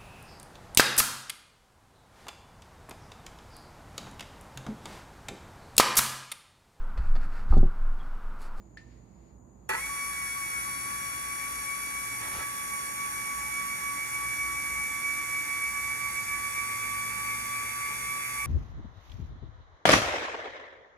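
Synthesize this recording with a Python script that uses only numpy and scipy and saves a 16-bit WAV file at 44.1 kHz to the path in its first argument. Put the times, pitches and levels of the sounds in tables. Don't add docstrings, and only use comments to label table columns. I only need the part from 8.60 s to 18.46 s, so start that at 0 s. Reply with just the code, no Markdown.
import sys
import numpy as np
from scipy import signal
from scipy.fft import rfft, irfft, next_fast_len
from scipy.io import wavfile

SR = 44100
rng = np.random.default_rng(int(sys.argv[2]) if len(sys.argv) > 2 else 0)


def to_wav(s):
    ch = np.atleast_2d(s).T
    pcm = np.round(np.clip(ch, -1, 1) * 32767)
    wavfile.write(sys.argv[1], SR, pcm.astype(np.int16))


N = 434826
T = np.arange(N) / SR
SLOW_T = np.arange(N // 441 + 2) / 100
SIZE = next_fast_len(N + SR)
HZ = np.fft.rfftfreq(SIZE, 1 / SR)
START = 1.091


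def gain_of(db):
    return 10 ** (np.asarray(db) / 20)


def evened(x):
    return x / np.sqrt(np.mean(x ** 2) + 1e-20)


def read(points, hz):
    f, value = np.transpose(points)
    return np.interp(np.log(hz + 1), np.log(f + 1), value)


def curve(rows, column=1):
    return np.interp(T, [r[0] for r in rows], [r[column] for r in rows])


def drift(rate, count):
    chance = rng.standard_normal((count, len(SLOW_T)))
    b, a = signal.butter(2, rate / 50)
    return evened(signal.lfilter(b, a, chance))


def peak(hz, width):
    return 1 / (1 + (2 * (HZ - hz) / width) ** 2)


def stereo(x, other, colour, alike, tilt_db, lead=0):
    left, unrelated = rfft(x, SIZE), rfft(other, SIZE)
    right = alike * left + np.sqrt(1 - alike ** 2) * unrelated
    right = right * np.exp(-1j * lead)
    tilt = gain_of(tilt_db / 2)
    return irfft(colour * np.array([left * tilt, right / tilt]), SIZE)[:, :N]


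def ringing(modes):
    t = T[:SR // 2]
    return sum(gain_of(db - 60 * t / t60) * np.sin(2 * np.pi * hz * t) for hz, db, t60 in modes)


# frequency in Hz, relative spectral level in dB per Hz.
AIR_COLOUR = [(15, -70), (34, -42), (44, -22), (59, 2), (88, -11.5), (109, -7), (158, -8.5), (237, -13),
              (293, -12.5), (344, -14), (427, -17.5), (978, -22.5), (5570, -73), (6720, -28), (7680, -47.5),
              (15000, -54)]
# frequency in Hz, left minus right in dB.
AIR_TILT = [(60, -6), (130, -8.5), (290, -7.5), (640, 1), (1410, 2), (3100, 0), (6820, 2.5), (15000, 0.0)]
# frequency in Hz, left-right likeness from 0 to 1.
AIR_ALIKE = [(40, 0.99), (150, 0.94), (300, 0.7), (600, 0.032), (3000, 0.11)]
# frequency in Hz, width in Hz, level in dB.
HUMS = [(53.9, 1.3, -64), (58.2, 1.8, -63.5), (118.9, 1, -62.5), (193.7, 2.5, -65.5), (242.2, 3.3, -68),
        (339, 2.9, -68)]
# frequency in Hz, width in Hz, level in dB.
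INSECT = (6860, 100, -74.5)
# time in seconds, level in dB.
RUSTLE = [(0, -78), (.2, -81), (.32, -68.5), (.45, -77), (.7, -75), (.8, -87), (1.09, -80)]
AIR_DB = -56.5
SWITCH_AT = 0.172
TICK_TAIL_DB, TICK_TAIL_T60_S = -55.5, 0.21


def air_noise(colour):
    left, other = rng.standard_normal((2, N))
    return stereo(left, other, colour, read(AIR_ALIKE, HZ), read(AIR_TILT, HZ))


def air_hums_and_insect():
    power = (gain_of(AIR_DB) * evened(gain_of(read(AIR_COLOUR, HZ)))) ** 2
    for hz, width, db in HUMS + [INSECT]:
        power += (gain_of(db) * evened(peak(hz, width))) ** 2
    return air_noise(np.sqrt(power))


def rustle_and_echo():
    band = (HZ > 1200) * (HZ < 9000)
    colour = (peak(2000, 1200) + 0.4 * peak(4500, 1500) + 0.1) * band
    tail = gain_of(TICK_TAIL_DB - 60 * abs(T - SWITCH_AT) / TICK_TAIL_T60_S) * (T > SWITCH_AT)
    return (gain_of(curve(RUSTLE)) + tail) * air_noise(evened(colour))


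# time in seconds, frequency in Hz, peak level in dB before the left-right balance.
ENGINE = [(4.5, 70, -86), (6., 78, -59), (6.6, 84, -64), (7.4, 94, -61), (8.3, 107, -52.5), (9., 112, -54),
          (9.4, 116, -61), (9.86, 126, -56)]


def distant_engine():
    phase = 2 * np.pi * np.cumsum(curve(ENGINE)) / SR
    tone = gain_of(curve(ENGINE, 2)) * np.cos(phase)
    return tone * gain_of([[-3.5], [3.5]])


# frequency in Hz, relative level in dB, 60 dB decay time in seconds.
SWITCH_MODES = [(1770, -4, 0.11), (1808, -8, .2), (1870, -11, .06), (1990, -9, 0.06), (2080, -14, .06),
                (1790, -16, 0.45), (1850, -22, .35), (3580, -24, .07), (4150, -23, .07), (4425, -19, .09),
                (4750, -24, .06), (5265, -24, .06), (6600, -22, .03), (11000, -24, .012)]
# frequency in Hz, radians by which the left leads.
LEAD = [(0, -3), (690, 2.5), (1640, 0.5), (3010, 3.5), (3450, 2.0), (4570, 8), (5680, 7.5), (6120, 10.5),
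        (7670, 13.5), (8870, 18.5), (9300, 16), (12700, 13), (15700, 5.5)]
SWITCH_DB, SWITCH_RISE_S = -39.5, 0.0008


def switch():
    tick = gain_of(SWITCH_DB) * ringing(SWITCH_MODES)
    tick *= np.minimum(T[:len(tick)] / SWITCH_RISE_S, 1)
    out = np.zeros(N)
    first = round(SWITCH_AT * SR)
    out[first:first + len(tick)] = tick
    delayed = np.roll(out, 90)
    return stereo(out, delayed, colour=0.96, alike=0.99, tilt_db=-1.0, lead=read(LEAD, HZ))


# time in seconds, strength of the exciting impulse in dB.
BLOWS = [(1.0922, -40), (1.0939, -34), (1.097, -35), (1.1028, -29.5), (1.108, -36), (1.113, -37),
         (1.134, -34), (1.138, -33), (1.145, -38), (1.151, -38), (1.167, -39), (1.186, -41), (3.604, -47),
         (3.652, -44), (3.765, -45), (3.812, -43)]
# frequency in Hz, relative level in dB, 60 dB decay time in seconds.
FRAME_MODES = [(122, -19, 0.06), (400, -20, .07), (590, -19, 0.056), (887, -5, 0.06), (1162, -2, 0.022),
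               (1315, -5, 0.049), (1460, -6, 0.058), (1680, -1, 0.042), (1930, 1.5, 0.035),
               (2300, -7, 0.021), (3400, -12, 0.006), (4300, -11, 0.007), (7070, -17, 0.022)]
# start in seconds, length in seconds, relative level in dB.
JUDDERS = [(3.6, 0.11, -2.5), (3.7, .15, 0.5)]
# frequency in Hz, left minus right in dB.
TILT = [(60, 4), (92, 5), (140, -9), (210, -5), (330, -5.5), (500, -8.5), (770, 1.5), (1170, 8),
        (1790, -0.5), (2740, -9), (4190, 8), (6410, 0), (9810, 0.5), (15000, 0.5)]
JUDDER_DB, SCRAPE_DB, THUD_DB = -46.5, -46.5, -53
CLATTER_DB, CLATTER_RISE_S, CLATTER_T60_S = -35.5, 0.006, 0.6


def judder_swell():
    swell = np.zeros(N)
    for start, length, db in JUDDERS:
        progress = np.clip((T - start) / length, 0, 1)
        swell += gain_of(db) * abs(np.sin(np.pi * progress)) ** 0.56
    return swell


def struck_frame(swell, rattles_per_s=600, scatter=0.054, walls_t60_s=0.11, thin_hz=700):
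    force = np.zeros((2, N))
    for (start, db), sign in zip(BLOWS, rng.choice([-1., 1.], len(BLOWS))):
        force[:, round(start * SR)] = sign * gain_of(db)
    since = T - START
    clatter = gain_of(CLATTER_DB - 60 * since / CLATTER_T60_S) * np.clip(since / CLATTER_RISE_S, 0, 1)
    rattles = rng.laplace(0, 0.4, N) * (rng.random(N) < rattles_per_s / SR)
    force += (gain_of(JUDDER_DB) * swell + clatter) * rattles
    echoes = scatter * rng.standard_normal((2, 2600)) * gain_of(-60 * T[:2600] / walls_t60_s)
    echoes[:, 0] = 1
    echoed = signal.oaconvolve(force, echoes, axes=1)[:, :N]
    left, other = signal.oaconvolve(echoed, ringing(FRAME_MODES)[None], axes=1)[:, :N]
    high_pass = HZ / np.hypot(HZ, thin_hz)
    return stereo(left, other, high_pass, 0.86, read(TILT, HZ), read(LEAD, HZ))


def scrape_and_thud():
    scrape = evened(stereo(*rng.standard_normal((2, N)), peak(600, 4500) * (HZ > 150), 1.0, 0))
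    thud = evened(stereo(*rng.standard_normal((2, N)), peak(70, 60), 1.0, -5.0))
    return gain_of(SCRAPE_DB) * scrape + gain_of(THUD_DB) * thud


def frame():
    swell = judder_swell()
    return struck_frame(swell) + swell * scrape_and_thud()


# time in seconds, turns per second.
SPEED = [(1.3, 70.96), (1.42, 70.82), (1.52, 70.62), (1.85, 70.24), (2.15, 70.44), (2.38, 70.81),
         (2.58, 70.56), (2.8, 70.92), (3.12, 70.73), (3.27, 70.91), (3.5, 70.93), (3.64, 70.6),
         (3.86, 71.13), (4.15, 70.79), (4.42, 70.95), (4.75, 70.86), (5.1, 70.96), (5.42, 71.04),
         (5.7, 71.05), (6.2, 71.23), (6.55, 71.36), (6.9, 71.18), (7.1, 71.35), (7.2, 71.16), (7.36, 71.49),
         (7.5, 71.29), (7.65, 71.49), (8.0, 71.57), (8.4, 71.66), (9.0, 71.76), (9.4, 71.82), (9.86, 71.88)]
RIPPLE = [(0.164, 2.17), (0.131, -2.79), (0.059, 0.01)]
GEAR = 20
SPIN_UP_S = 0.035
JITTER = 0.02


def shaft():
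    rise = 1 - np.exp(-np.maximum(T - START, 0) / SPIN_UP_S)
    gear = np.cumsum(curve(SPEED) * rise) / SR / GEAR
    uneven = JITTER * np.interp(T, SLOW_T, drift(12, count=1)[0])
    for k, (depth, lag) in enumerate(RIPPLE, 1):
        uneven += depth * np.cos(2 * np.pi * k * gear - lag)
    turns = GEAR * gear + np.cumsum(uneven * rise) / SR
    return turns, gear, rise


# time in seconds, level in dB.
BRUSH = [(1.1, -33.5), (1.12, -41), (1.17, -38.5), (3.5, -38), (6.5, -38), (9.86, -37.5)]
# frequency in Hz, relative spectral level in dB per Hz.
HOUSING = [(200, -19), (600, -17), (900, -12.5), (1200, -16), (1700, -8.5), (2200, -6.5), (2600, -13),
           (2950, -19.5), (3250, -24), (4200, -27), (5500, -20.5), (7300, -20), (9400, -7.5),
           (12000, -22.5), (13500, -22), (15600, -39)]
# frequency in Hz, width in Hz, relative level in dB.
HOUSING_RINGS = [(3440, 200, -16), (3900, 250, -19), (4540, 260, -18.5), (5200, 280, -20), (5630, 62, -14),
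                 (6110, 410, -7.5), (6744, 380, -12.5), (6860, 100, -25), (8010, 320, -11),
                 (8860, 550, -14.5), (9980, 470, -0.5), (11230, 820, -9), (12240, 250, -12),
                 (12830, 350, -14)]
# frequency in Hz, left-right likeness from 0 to 1.
BRUSH_ALIKE = [(300, 0.58), (1000, 0.89), (2000, 0.46), (5000, 0.81), (9000, 0.74), (12000, 0.84),
               (14000, 1)]


def brushes(turns, repeat=0.05, per_turn=0.06, per_two=0.13, per_bar=0.35):
    pattern = irfft(np.exp(2j * np.pi * rng.random((2, 230))), 8192)
    place = np.arange(8192) / 8192
    repeating = evened(np.array([np.interp(turns % 1, place, p) for p in pattern]))
    angle = 2 * np.pi * turns
    pulse = 1 + per_turn * np.cos(angle) + per_two * np.cos(2 * angle)
    pulse += per_bar * np.cos(16 * angle)
    chance = evened(pulse * rng.standard_normal((2, N)))
    hiss = np.sqrt(repeat) * repeating + np.sqrt(1 - repeat) * chance
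    hiss *= gain_of(curve(BRUSH)) * (T > START)
    power = gain_of(2 * read(HOUSING, HZ))
    for hz, width, db in HOUSING_RINGS:
        power += gain_of(2 * db) * peak(hz, width) ** 2
    colour = evened(np.sqrt(power))
    return stereo(*hiss, colour, read(BRUSH_ALIKE, HZ), read(TILT, HZ), read(LEAD, HZ))


ORDERS = [4, 6, 8, 12, 14, 18, 19, 20, 21, 23, 24, 26, 28, 29, 30, 31, 33, 34, 36, 48, 49, 50, 55, 63, 64,
          66, 67, 75, 76, 78, 79, 80, 82, 95, 96, 97, 98, 108, 110, 112, 113, 122, 124, 125, 126, 128, 130,
          140, 141, 142, 143, 144, 146, 154, 155, 156, 157, 159, 160, 161, 174, 175, 176, 181]
STAGES = [2.1, 4.05, 6.35, 8.7]
# left and right level in dB at each of the four stages in turn,
# then radians by which the left leads at each stage.
ORDER_LEVEL = [(-78, -60, -65, -61, -65, -63, -71, -65, -0.2, 0.1, -0.2, -1.2),
               (-88, -70, -85, -66, -79, -67, -75, -64, 1.6, 0.4, -0.3, -0.0),
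               (-77, -65, -82, -63, -83, -65, -83, -64, 3.0, 2.6, 2.5, 2.6),
               (-61, -59, -57, -59, -59, -62, -57, -62, 2.5, 1.7, 2.1, 2.2),
               (-68, -62, -77, -77, -78, -71, -77, -65, 0.7, 1.4, 1.5, 1.1),
               (-68, -67, -68, -76, -63, -68, -61, -64, 0.3, 0.0, -0.0, 0.3),
               (-65, -64, -65, -63, -62, -59, -64, -63, 1.4, 1.3, 1.2, 2.0),
               (-59, -60, -65, -62, -61, -64, -61, -65, 0.7, 0.9, 0.9, 0.7),
               (-58, -61, -65, -62, -60, -61, -63, -60, 1.5, 0.6, 0.9, 0.9),
               (-63, -64, -63, -60, -65, -62, -62, -62, 1.4, 0.6, 0.8, 0.5),
               (-59, -54, -57, -55, -56, -52, -58, -53, 0.7, 0.4, 0.4, 1.0),
               (-67, -72, -61, -68, -62, -60, -70, -56, -0.3, 1.4, 1.6, 1.7),
               (-56, -52, -57, -58, -57, -57, -50, -56, 1.5, 4.3, 7.0, 7.2),
               (-61, -66, -62, -62, -66, -63, -66, -64, 2.2, 0.2, 0.1, 0.2),
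               (-61, -58, -58, -56, -49, -47, -48, -44, 0.8, 0.8, 0.7, 0.6),
               (-59, -62, -62, -61, -61, -59, -51, -51, 0.6, 1.4, 1.7, 1.1),
               (-66, -65, -66, -71, -61, -60, -58, -57, 1.2, 0.3, -0.0, 0.9),
               (-67, -59, -61, -57, -61, -59, -48, -55, 1.5, 1.8, 2.9, 3.0),
               (-67, -69, -71, -76, -64, -62, -56, -56, -3.1, -2.4, -4.7, -4.8),
               (-57, -54, -57, -55, -59, -61, -54, -56, 2.4, 2.2, 2.0, 2.5),
               (-69, -71, -73, -74, -69, -67, -68, -76, 2.0, 2.5, 2.1, 2.5),
               (-67, -69, -65, -65, -62, -69, -66, -67, 2.1, 1.8, 1.0, 0.2),
               (-71, -65, -73, -68, -73, -71, -69, -75, 0.7, -0.8, -2.8, -1.3),
               (-82, -83, -70, -74, -67, -69, -63, -68, 0.3, -2.2, -1.0, -2.3),
               (-60, -59, -58, -60, -61, -62, -57, -59, -0.1, 2.9, 2.7, 1.8),
               (-66, -65, -66, -68, -69, -70, -65, -66, -2.2, 0.8, 0.6, 1.1),
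               (-77, -75, -75, -76, -70, -69, -66, -73, -1.5, 0.3, 1.5, 1.9),
               (-72, -86, -73, -78, -66, -75, -64, -74, -2.7, 0.1, -2.3, -2.4),
               (-75, -80, -64, -76, -72, -72, -71, -78, 2.8, 2.7, 3.3, 3.6),
               (-66, -74, -67, -71, -72, -72, -71, -69, 0.2, 1.7, 3.1, 2.7),
               (-60, -77, -64, -67, -61, -69, -62, -70, -2.6, -2.0, -1.4, -4.2),
               (-50, -58, -52, -58, -53, -58, -53, -61, 1.3, 0.9, 1.2, 2.0),
               (-72, -75, -70, -72, -62, -64, -58, -64, -2.5, -3.2, -2.3, -1.8),
               (-62, -61, -64, -63, -64, -63, -71, -76, -0.7, -1.0, -1.2, -0.6),
               (-59, -55, -59, -54, -59, -52, -58, -56, -1.1, -1.4, -0.7, -0.1),
               (-66, -66, -64, -60, -65, -62, -63, -61, -0.3, -0.6, -0.4, -0.5),
               (-71, -69, -65, -63, -68, -67, -64, -63, 0.0, -0.7, -0.1, -0.5),
               (-64, -73, -67, -68, -63, -69, -65, -66, -0.8, -0.5, -0.4, -0.6),
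               (-62, -66, -70, -72, -73, -68, -72, -63, -0.5, -0.4, -0.8, 0.4),
               (-59, -54, -58, -57, -55, -53, -57, -56, 2.4, 2.2, 1.8, 0.4),
               (-65, -62, -66, -62, -64, -63, -62, -63, 2.0, 3.6, 1.1, -0.2),
               (-68, -59, -69, -64, -73, -58, -66, -57, -2.1, -2.1, -2.2, -3.0),
               (-75, -62, -65, -56, -63, -56, -66, -54, 0.8, 1.7, -0.0, 1.6),
               (-67, -68, -66, -67, -67, -56, -63, -61, -2.5, -1.6, 0.5, 1.8),
               (-60, -54, -58, -53, -59, -56, -63, -53, -2.4, -0.1, -1.3, -3.7),
               (-49, -51, -53, -50, -53, -50, -56, -49, -2.0, -4.8, -3.6, -3.6),
               (-72, -73, -67, -64, -59, -61, -55, -53, -2.4, -3.4, -3.4, -3.2),
               (-53, -55, -50, -51, -52, -53, -55, -58, 2.2, 2.3, 2.3, 2.4),
               (-52, -53, -52, -54, -53, -55, -53, -56, 2.3, 2.4, 2.3, 2.3),
               (-53, -55, -52, -55, -56, -57, -55, -57, 2.5, 2.4, 2.3, 2.3),
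               (-51, -53, -55, -57, -58, -58, -60, -61, 2.4, 2.4, 2.3, 2.5),
               (-44, -46, -54, -56, -53, -54, -53, -54, 2.4, 2.4, 2.4, 2.3),
               (-70, -72, -62, -62, -62, -63, -60, -62, 2.7, 2.5, 2.5, 2.3),
               (-63, -62, -60, -60, -61, -62, -65, -66, 2.5, 2.1, 2.0, 1.9),
               (-74, -69, -68, -69, -61, -62, -64, -64, 2.3, 2.1, 2.0, 1.8),
               (-61, -61, -60, -61, -63, -64, -66, -64, 2.0, 1.9, 1.9, 1.8),
               (-56, -59, -60, -62, -62, -62, -61, -61, 1.9, 1.8, 1.8, 1.7),
               (-63, -64, -60, -62, -64, -64, -64, -64, 1.6, 1.7, 1.7, 1.6),
               (-57, -57, -58, -58, -61, -62, -59, -60, 1.7, 1.7, 1.6, 1.6),
               (-68, -69, -61, -62, -63, -64, -61, -62, 1.5, 1.5, 1.5, 1.5),
               (-70, -71, -66, -66, -81, -81, -66, -66, 0.5, 0.6, 0.4, 0.2),
               (-66, -65, -66, -67, -68, -70, -81, -82, 0.3, 0.4, 0.3, 0.2),
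               (-65, -64, -61, -61, -65, -66, -64, -65, 0.1, 0.3, 0.3, 0.2),
               (-75, -75, -68, -68, -69, -69, -75, -75, -0.0, 0.2, 0.1, 0.0)]
ORDER_ONSET = 4.5


def shaft_orders(turns, rise, waver_db=2.6, high_waver_db=1.7, steady_db=1.1, waver_rad=0.48):
    out = np.zeros((2, N))
    for order, row in zip(ORDERS, ORDER_LEVEL):
        db, lead = row[:8], np.interp(SLOW_T, STAGES, row[8:])
        both, left, right, turn = drift(8.2, count=4)
        angle = 2 * np.pi * (order * turns + rng.random())
        lead = np.interp(T, SLOW_T, lead + waver_rad * turn)
        if order % 16 == 0:
            depth_db = steady_db
        else:
            depth_db = waver_db if order <= 36 else high_waver_db
        for side, own in enumerate((left, right)):
            waver = evened(gain_of(depth_db * (both + 0.77 * own)))
            level = gain_of(np.interp(SLOW_T, STAGES, db[side::2])) * waver
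            out[side] += np.interp(T, SLOW_T, level) * np.cos(angle - side * lead)
    return np.sqrt(2) * out * rise ** ORDER_ONSET


BAR_TONES = [16, 32]
# time in seconds, left level in dB, cosine and sine share of its throb once per
BAR_LEVEL = [(1.3, -38.5, 0.28, 0.1, -0.21, 0.28, -43.1, 0.29, 0.13, -0.37, 0.16),
             (1.63, -41.5, -0.16, -0.1, -0.25, -0.24, -48.5, -0.23, -0.2, -0.18, -0.15),
             (1.96, -41, -0.16, 0.26, 0.03, -0.38, -44.5, 0.39, -0.07, 0.17, 0.13),
             (2.29, -39.5, 0.02, 0.21, -0.01, 0.03, -48.9, -0.35, 0.23, -0.1, 0.31),
             (2.62, -39.5, -0.27, -0.075, -0.032, -0.04, -46, 0.31, -0.18, 0.06, -0.24),
             (2.95, -40, 0.19, 0.068, -0.01, 0.061, -49, 0.07, 0.07, 0.1, 0.2),
             (3.28, -40, 0.23, -0.0, 0.036, -0.016, -48, 0.1, -0.12, 0.12, 0.07),
             (3.61, -44, 0.1, 0.098, -0.17, 0.087, -45, 0.2, -0.049, -0.29, -0.01),
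             (3.94, -41.5, 0.02, -0.02, -0.0, -0.01, -41, -0.052, -0.095, 0.11, 0.06),
             (4.27, -40.5, -0.019, -0.32, -0.07, -0.031, -39, 0.2, -0.42, -0.09, -0.024),
             (4.6, -40.5, 0.19, -0.26, -0.21, 0.04, -39.5, 0.0033, -0.26, 0.07, 0.08),
             (4.93, -41.5, 0.089, -0.17, -0.14, -0.048, -39.5, 0.25, -0.25, 0.04, -0.11),
             (5.26, -41, 0.097, -0.35, -0.12, 0.062, -40.5, 0.055, -0.4, 0.023, 0.0045),
             (5.59, -43, 0.2, -0.31, -0.02, 0.004, -42.5, 0.29, -0.36, 0.13, 0.0013),
             (5.92, -40.5, 0.41, -0.13, -0.043, 0.1, -42, 0.27, -0.06, 0.069, -0.16),
             (6.25, -45, 0.18, -0.41, 0.11, 0.01, -45, -0.23, -0.19, 0.11, -0.19),
             (6.58, -45.5, 0.022, -0.03, 0.39, -0.12, -42.5, -0.25, 0.07, 0.067, -0.34),
             (6.91, -45.5, 0.17, -0.28, 0.05, 0.26, -44.5, -0.15, -0.23, 0.1, -0.15),
             (7.24, -44.5, -0.11, -0.42, 0.087, -0.2, -41.5, -0.28, 0.38, -0.14, -0.24),
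             (7.57, -46.5, -0.54, -0.28, 0.13, -0.06, -42, -0.23, -0.085, 0.27, -0.19),
             (7.9, -44.5, -0.18, -0.06, 0.15, -0.12, -38.5, -0.06, -0.14, -0.032, -0.14),
             (8.23, -43, -0.17, -0.25, 0.08, 0.01, -38, -0.07, -0.12, 0.038, -0.02),
             (8.56, -44, -0.0095, -0.28, 0.04, 0.07, -38, -0.038, -0.22, 0.045, -0.054),
             (8.89, -43.5, 0.23, -0.33, 0.13, 0.1, -39, 0.1, -0.17, 0.097, 0.012),
             (9.22, -43.5, 0.24, -0.27, 0.03, 0.11, -39.5, 0.2, -0.25, 0.03, 0.13),
             (9.55, -44.5, 0.31, -0.29, 0.14, 0.16, -40.5, 0.27, -0.26, 0.07, 0.0081),
             (9.86, -44, 0.23, -0.07, 0.02, 0.07, -40.5, 0.13, -0.09, 0.05, 0.05)]
# time in seconds, left level in dB, cosine and sine share of its throb once per
OCTAVE_LEVEL = [(1.3, -41.5, 0.28, 0.12, 0.16, 0.1, -41, 0.33, -0.047, 0.07, 0.08),
                (1.63, -39.5, 0.33, -0.05, 0.22, 0.24, -39.5, 0.22, -0.07, 0.21, 0.08),
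                (1.96, -38.5, 0.27, -0.17, 0.21, 0.016, -40.4, -0.11, -0.09, 0.16, 0.16),
                (2.29, -42.5, 0.1, -0.26, -0.02, 0.05, -44.5, 0.05, 0.43, 0.34, -0.08),
                (2.62, -44, 0.36, -0.29, -0.0, 0.081, -48, -0.56, -0.32, -0.25, 0.24),
                (2.95, -41.5, 0.54, -0.13, 0.47, 0.27, -44, 0.28, 0.17, 0.63, 0.04),
                (3.28, -39.5, 0.4, -0.16, 0.28, -0.01, -41.3, -0.17, -0.06, 0.1, -0.09),
                (3.61, -44, -0.22, -0.08, 0.35, -0.052, -42, -0.16, 0.03, 0.46, -0.11),
                (3.94, -49.5, -0.083, -0.014, -0.14, 0.49, -44, -0.35, 0.077, -0.13, 0.46),
                (4.27, -46, -0.29, -0.27, -0.16, 0.51, -41.7, -0.27, -0.28, -0.3, 0.52),
                (4.6, -43.5, -0.17, -0.018, -0.13, 0.37, -40.5, -0.47, 0.12, -0.083, 0.28),
                (4.93, -41, 0.01, -0.09, 0.12, 0.45, -37.0, -0.34, 0.05, 0.085, 0.3),
                (5.26, -43.2, -0.1, 0.05, -0.34, 0.5, -37.0, -0.021, -0.08, -0.25, 0.38),
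                (5.59, -38, 0.08, 0.11, -0.23, 0.28, -35.3, -0.13, 0.05, -0.19, 0.17),
                (5.92, -36.5, -0.036, -0.06, -0.16, 0.22, -32, -0.17, -0.06, -0.08, 0.1),
                (6.25, -36.7, 0.47, 0.06, 0.12, 0.01, -33.5, 0.14, 0.04, 0.14, 0.18),
                (6.58, -37, 0.28, 0.25, 0.38, -0.27, -33, 0.14, -0.07, 0.12, -0.17),
                (6.91, -36, 0.46, 0.028, 0.16, 0.26, -32, 0.19, -0.12, 0.16, 0.13),
                (7.24, -37.5, 0.23, -0.15, 0.38, -0.18, -33.1, 0.12, -0.17, 0.15, -0.042),
                (7.57, -40, -0.1, 0.25, 0.17, -0.47, -35.1, 0.021, -0.04, 0.3, -0.55),
                (7.9, -41.1, -0.062, 0.099, -0.44, -0.36, -36, -0.17, 0.14, 0.13, -0.33),
                (8.23, -38.5, 0.26, -0.13, -0.16, 0.04, -36.5, -0.11, 0.081, -0.1, -0.12),
                (8.56, -40, 0.43, -0.32, -0.12, -0.01, -38.5, 0.06, 0.12, 0.1, -0.11),
                (8.89, -41, 0.58, -0.29, -0.13, 0.01, -39.9, 0.15, -0.015, -0.073, -0.07),
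                (9.22, -41, 0.71, -0.18, -0.31, -0.11, -41, -0.048, 0.1, -0.15, -0.38),
                (9.55, -43.5, 0.48, -0.25, -0.14, -0.09, -39, -0.073, -0.3, 0.00093, -0.48),
                (9.86, -42.0, 0.28, 0.03, -0.23, -0.27, -38.5, 0.46, -0.013, -0.23, -0.13)]
# time in seconds, dB added to the bar tone, dB added to its octave.
SWEEP = [(1.095, -40, -30), (1.12, -25, -4.5), (1.137, 2, 6), (1.149, 7, -12), (1.157, 2, -3),
         (1.166, -9, -12), (1.185, 0, 1), (1.205, -6, -2), (1.225, -21, 3.5), (1.25, -3, 4),
         (1.283, -14, -1), (1.3, 1.5, 0)]
# time in seconds, radians by which the left leads for the bar tone, and for its octave.
BAR_LEAD = [(1.3, 1.4, -0.1), (1.64, 1.9, 0.035), (1.73, 2.8, 0.19), (1.8, 1.1, 0.22), (1.9, 3.5, .6),
            (2.03, 2.9, 0.94), (2.12, 2.3, -0.27), (2.8, 2, -0.21), (3.5, 2.13, -0.12), (3.9, 1.86, 1.3),
            (4.5, 2.13, 0.35), (5.7, 1.64, 0.85), (6.7, 0.8, 0.91), (7.5, 0.7, 0.48), (7.9, 1.18, 1.13),
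            (9.86, 1.33, 1.1)]
THROB_POWER = [1.01, 1.12]
FLUTTER_DB = [1.04, 1.9]


def bar_tones(turns, gear, flutter_rad=0.21):
    out = np.zeros((2, N))
    beats = [f(2 * np.pi * k * gear) for k in (1, 2) for f in (np.cos, np.sin)]
    for n, (order, rows) in enumerate(zip(BAR_TONES, (BAR_LEVEL, OCTAVE_LEVEL))):
        left, right, turn = drift(16.7, count=3)
        lead = curve(BAR_LEAD, 1 + n) + np.interp(T, SLOW_T, flutter_rad * turn)
        for side, own in enumerate((left, right)):
            first = 1 + 5 * side
            shares = sum(curve(rows, first + k) * beat for k, beat in enumerate(beats, 1))
            throb = 1 + (T > rows[0][0]) * shares
            db = curve(rows, first) + curve(SWEEP, 1 + n)
            db += np.interp(T, SLOW_T, FLUTTER_DB[n] * own)
            level = gain_of(db) * abs(throb) ** THROB_POWER[n]
            out[side] += level * np.cos(2 * np.pi * order * turns - side * lead)
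    return np.sqrt(2) * out * (T > START)


def scene():
    turns, gear, rise = shaft()
    background = air_hums_and_insect() + rustle_and_echo() + distant_engine()
    motor = brushes(turns) + shaft_orders(turns, rise) + bar_tones(turns, gear)
    return background + switch() + frame() + motor


def record(dry):
    low_pass = signal.firwin(511, 15700, window=("kaiser", 9), fs=SR)
    return signal.oaconvolve(dry, low_pass[None], "same")


dry = scene()
out = record(dry)
to_wav(out)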